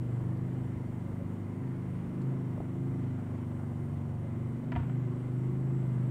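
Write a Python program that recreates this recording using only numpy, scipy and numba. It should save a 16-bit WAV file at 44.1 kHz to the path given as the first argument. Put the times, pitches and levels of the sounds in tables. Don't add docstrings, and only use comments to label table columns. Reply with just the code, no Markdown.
import sys
import numpy as np
from scipy import signal
from scipy.io import wavfile
from scipy.ndimage import uniform_filter1d
from numba import njit

SR = 44100
rng = np.random.default_rng(int(sys.argv[2]) if len(sys.argv) > 2 else 0)


def attenuation_scalar(level_db):
    decades = np.asarray(level_db, float) / 20
    return 10 ** decades


def unload_wav(signal):
    wavfile.write(
        sys.argv[1],
        SR,
        np.round(np.clip(np.atleast_2d(signal).T, -1, 1) * 32767).astype(np.int16),
    )


N = 269010
TIME = np.arange(N) / SR

# time in seconds, turn rate in Hz, load as level of the booming fifth order in dB.
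IDLE_CURVE = [(0.0, 24.3, -33), (0.13, 24.0, -34), (0.46, 25.6, -36), (1.0, 24.7, -41), (1.51, 25.6, -48),
              (1.68, 25.9, -35), (2.01, 25.3, -46), (2.29, 26.6, -32), (2.57, 25.0, -42), (2.84, 26.5, -34),
              (3.27, 24.7, -41), (4.05, 23.3, -42), (4.74, 25.1, -37), (5.0, 25.2, -32), (5.11, 24.4, -35),
              (5.69, 26.5, -32), (5.98, 25.0, -30), (6.08, 25.3, -31)]
# order (multiple of the turn rate), mean level in dB.
EXHAUST_ORDERS = [(1, -39.5), (2, -26.5), (3, -31), (4, -10.5), (5, 2), (6, -10), (7, -5.5), (8, -21),
                  (9, -10), (10, -7.5), (11, -17), (12, -28.5), (13, -14.5), (14, -19), (15, -23.5),
                  (16, -26.5)]
# order, mean level in dB, slope in dB per dB of load, slope in dB per Hz of speed.
STRONG_ORDERS = [(4, -44, -.4, -.6), (5, -38, 1.01, .01), (7, -45, .05, 1.8), (10, -46, .1, .3)]
# resonance in Hz, width in Hz, lift in dB.
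SILENCER_CAVITIES = [(341, 9.6, 7), (140, 3, 6.5), (225.8, 7.2, 3), (363.3, 5.5, 4.5)]
# centre in seconds, length in seconds, order, change in dB.
ECHO_BEATS = [(3.24, .12, 5, -4), (.31, .15, 4, 5), (1.68, .12, 4, -8), (2.22, .35, 4, -6),
              (2.95, .4, 4, 4), (4.66, .25, 4, -22), (4.93, .12, 4, -25), (5.4, .9, 4, -11),
              (1.36, .2, 5, -3), (2.62, .06, 5, -9), (3.96, .1, 5, -10), (.31, .2, 7, 5), (.2, .7, 14, -7),
              (2.05, .25, 7, 4), (4.15, .35, 5, 2.5), (4.24, .15, 7, 5), (4.78, .12, 7, -7),
              (5.28, .25, 7, -5), (3.6, .9, 7, -4), (.28, .35, 10, -5), (1.44, .12, 10, -12),
              (3.75, 1.1, 13, -6), (2.95, .9, 9, -4), (1.97, .4, 10, -11), (3.6, 2.2, 10, 3),
              (5.45, .5, 14, 6), (3.07, .15, 5, 3), (4.24, .12, 10, -8), (4.75, .2, 10, 5),
              (5.7, .8, 10, -5)]
# start in seconds, peak level in dB, brightness in dB.
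DOOR_BOUNCES = [
    (4.7195, -31, -3),
    (4.7245, -33, -15),
    (4.7525, -37, 1),
    (4.7605, -26, -10),
    (4.769, -37, -16),
    (4.799, -39, -12),
    (4.832, -39, -8),
    (4.896, -39, -6),
]
# frequency in Hz, level in dB, t60 in seconds.
DOOR_MODES = [(719.3, 3, .045), (941.7, -4, 0.11), (1147, -9, 0.044), (1409.4, -4, 0.032), (1760, -10, .04),
              (1970, -4, .03), (2300, -10.5, 0.052), (3000, -9, 0.02)]
# start in seconds, peak level in dB, frequency in Hz, t60 in seconds.
BUMPS = [(.75, -38, 70, .15), (1.23, -37, 75, .15), (1.77, -40, 68, .12), (2.07, -37, 62, 0.14),
         (2.555, -32, 130, 0.065), (2.607, -25, 129, 0.065), (2.597, -35, 66, 0.12), (4.74, -36, 68, .2),
         (4.762, -25, 92, .26), (4.77, -35, 58, .25), (4.805, -31, 92, .16)]
# start in seconds, peak level in dB, frequency in Hz, t60 in seconds.
KNOCKS = [(1.42, -51, 696.7, .05), (1.723, -54, 600, 0.036), (1.839, -54, 600, .04),
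          (1.8747, -45, 721, .04), (1.8747, -49, 900, .04), (2.320, -45, 703, .07),
          (2.578, -35, 580, 0.022), (2.578, -42, 900, .02), (2.581, -40, 330.6, 0.036),
          (2.6029, -24, 327, 0.019), (2.6045, -27, 650, .012), (3.32, -43, 390, 0.079),
          (4.245, -44.5, 558.7, 0.097), (5.118, -49, 1094, 0.083)]
# start in seconds, length in seconds, level in dB, start pitch in Hz, end pitch in Hz.
CREAKS = [
    (1.03, 0.093, -53, 590, 518),
    (1.174, .08, -48, 567, 542),
]
# start in seconds, peak level in dB, centre in Hz.
TICKS = [(0.371, -64, 4500), (1.005, -63.5, 4500), (2.09, -66, 3600), (2.2165, -59, 4200),
         (2.2165, -59, 7500), (3.49, -65, 14000), (3.85, -61, 14800), (3.85, -68, 13600),
         (5.86, -62, 14500), (4.76, -67, 7500), (4.7198, -55, 4300)]
# centre in Hz, width in Hz, level in dB.
STEAM_LEAKS = [(2050, 140, -71), (2995, 370, -80.5), (1000, 134, -67), (4500, 250, -91), (5610, 420, -90),
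               (6830, 280, -89.5), (12800, 900, -92), (15400, 900, -94)]
# centre in Hz, width in Hz, resting level in dB.
STEAM_JETS = [(7750, 600, -83.5), (8850, 800, -81.5), (13530, 250, -99)]
# centre in seconds, length in seconds, jet number, change in dB.
JET_SPURTS = [
    (1.9, 1.1, 0, -3),
    (4.0, .8, 0, -4),
    (6.0, 1.5, 0, 4.5),
    (3.0, .9, 1, -3.5),
    (4.9, .4, 1, -9),
    (.05, 1.1, 2, 8),
    (1.17, .5, 2, 12),
    (3.5, .7, 2, 8),
    (4.9, 1.9, 2, 4),
]
# frequency in Hz, density in dB per Hz.
DRAUGHT_SPECTRUM = [(25, -33), (48, -16.5), (96, -9.5), (190, -12.5), (330, -16.5), (434, -19), (1060, -30),
                    (1570, -34.5), (2500, -44.5), (3300, -50.5), (4300, -59), (6300, -57), (9000, -56.5),
                    (11000, -65), (15700, -59)]


def engine():
    hz, load = control(column=1), control(column=2)
    strong = {}
    for order, db, per_load, per_turn in STRONG_ORDERS:
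        response = per_load * (load + 38) + per_turn * (hz - 25)
        strong[round(order)] = db + response + swells(ECHO_BEATS, round(order))
    common = 10 * np.log10(sum(attenuation_scalar(2 * db) for db in strong.values()))
    common = uniform_filter1d(common, SR // 2)
    turns = np.cumsum(hz * (1 + 0.00092 * walk(13))) / SR
    out = 0
    for order, db in EXHAUST_ORDERS:
        lift = sum(g / (1 + ((order * hz - f) / w) ** 2) for f, w, g in SILENCER_CAVITIES)
        minor = db - 37 + swells(ECHO_BEATS, round(order)) + .4 * (common - common.mean())
        minor = minor + lift - lift.mean() + 1.95 * walk(3)
        level = strong.get(order, minor) + (.6 + .08 * order) * walk(18)
        lag = rng.random() + .2 * walk(1.2) + .0018 * order * walk(10)
        out = out + np.sqrt(2) * attenuation_scalar(level) * np.cos(2 * np.pi * (order * turns - lag))
    return out, turns % 1


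def door():
    out, t = np.zeros(N), TIME[:int(.25 * SR)]
    for s, db, bright_db in DOOR_BOUNCES:
        strikes = rng.standard_normal((len(DOOR_MODES), 2))
        for (hz, mode_db, t60), (detune, share) in zip(DOOR_MODES, strikes):
            gain = db - 8.0 + mode_db + 1.66 * share + (hz > 1700) * (bright_db + 5.5)
            add(out, s, attenuation_scalar(gain) * ring(hz * (1 + .02 * detune), t60, 0.0005))
        scrape = svf(svf(rng.standard_normal(len(t)), 1450., 1200.0), 1450., 1500.0)
        crack, tail = attenuation_scalar(-60 * t / .018), attenuation_scalar(-10 - 60 * t / .4)
        add(out, s, attenuation_scalar(db - 2.5) * scrape * (crack + tail))
    return signal.sosfilt(signal.butter(4, 3700, fs=SR, output="sos"), out)


def small_hits():
    out = np.zeros(N)
    for hits, rise in ((BUMPS, 0.0044), (KNOCKS, 0.00049)):
        for s, db, hz, t60 in hits:
            add(out, s, attenuation_scalar(db) * ring(hz, t60, rise))
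    for s, length, db, start_hz, end_hz in CREAKS:
        hz = np.linspace(start_hz, end_hz, int(length * SR))
        add(out, s, attenuation_scalar(db) * np.hanning(len(hz)) * np.sin(2 * np.pi * np.cumsum(hz) / SR))
    t = TIME[:int(.04 * SR)]
    for s, db, hz in TICKS:
        burst = svf(svf(rng.standard_normal(len(t)), float(hz), 1500.), float(hz), 1500.)
        add(out, s, attenuation_scalar(db + 6.5) * burst * attenuation_scalar(-60 * t / .04))
    return out


def draught(cycle):
    f, density = np.transpose(DRAUGHT_SPECTRUM)
    load = uniform_filter1d(control(column=2), int(1.1 * SR))
    out, swell = 0, walk(1.2)
    puff = np.cos(2 * np.pi * cycle)
    for hz in 28 * 2 ** np.arange(0, 9.2, 1 / 3):
        band = unit(svf(svf(rng.standard_normal(N), hz, 0.36 * hz), hz, 0.36 * hz))
        db = np.interp(np.log(hz), np.log(f), density) + 10 * np.log10(hz / 1000)
        waver = (.5 * swell + .6 * walk(.7) + 1.2 * walk(11)) * (.55 if hz > 3500 else 1)
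        gust = .2 * (load - load.mean()) * (.3 if hz > 3500 else 1)
        out = out + attenuation_scalar(db + waver + gust + .8 * puff * (300 < hz < 3000)) * band
    middle = svf(out, 1232.0, 2500.)
    return out / np.sqrt(np.mean(middle ** 2)) * attenuation_scalar(-53)


def steam():
    bands = [(f, w, db + .8 * walk(.8)) for f, w, db in STEAM_LEAKS]
    bands += [(f, w, db + swells(JET_SPURTS, jet)) for jet, (f, w, db) in enumerate(STEAM_JETS)]
    out = 0
    for f, w, db in bands:
        narrow = svf(rng.standard_normal(N), float(f), float(w))
        hiss = unit(svf(narrow, float(f), 2. * w))
        out = out + attenuation_scalar(db + 1.6 * walk(9.9)) * hiss
    return out


def control(column):
    rows = np.array(IDLE_CURVE)
    return uniform_filter1d(np.interp(TIME, rows[:, 0], rows[:, column]), int(.06 * SR))


def swells(rows, which):
    return sum(db * np.exp(-(2 * (TIME - s) / length) ** 2)
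               for s, length, voice, db in rows if round(voice) == which)


def walk(rate):
    k = int(SR / rate)
    held = np.repeat(rng.standard_normal(N // k + 1), k)
    return 1.29 * uniform_filter1d(uniform_filter1d(held, k), k)[:N]


def ring(hz, t60, rise):
    t = TIME[:int(1.2 * t60 * SR)]
    return np.sin(2 * np.pi * hz * t) * attenuation_scalar(-60 * t / t60) * (1 - np.exp(-t / rise))


@njit
def svf(x, hz, width):
    y, b, l = np.empty(len(x)), 0., 0.
    g, k = np.tan(np.pi * hz / SR), width / hz
    for i in range(len(x)):
        v = (b + g * (x[i] - l)) / (1 + g * (g + k))
        b, l, y[i] = 2 * v - b, l + 2 * g * v, k * v
    return y


def unit(x):
    return x / np.sqrt(np.mean(x ** 2))


def add(out, s, sound):
    i = int(s * SR)
    out[i:i + len(sound)] += sound[:N - i]


def scene():
    drone, cycle = engine()
    return (drone + door() + small_hits() + draught(cycle) + steam())[None]


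def roll_off(x):
    return signal.sosfilt(signal.butter(12, 15719, fs=SR, output="sos"), x)


def record(dry):
    mix = dry - .0007
    return roll_off(mix)


dry = scene()
out = record(dry)
unload_wav(out)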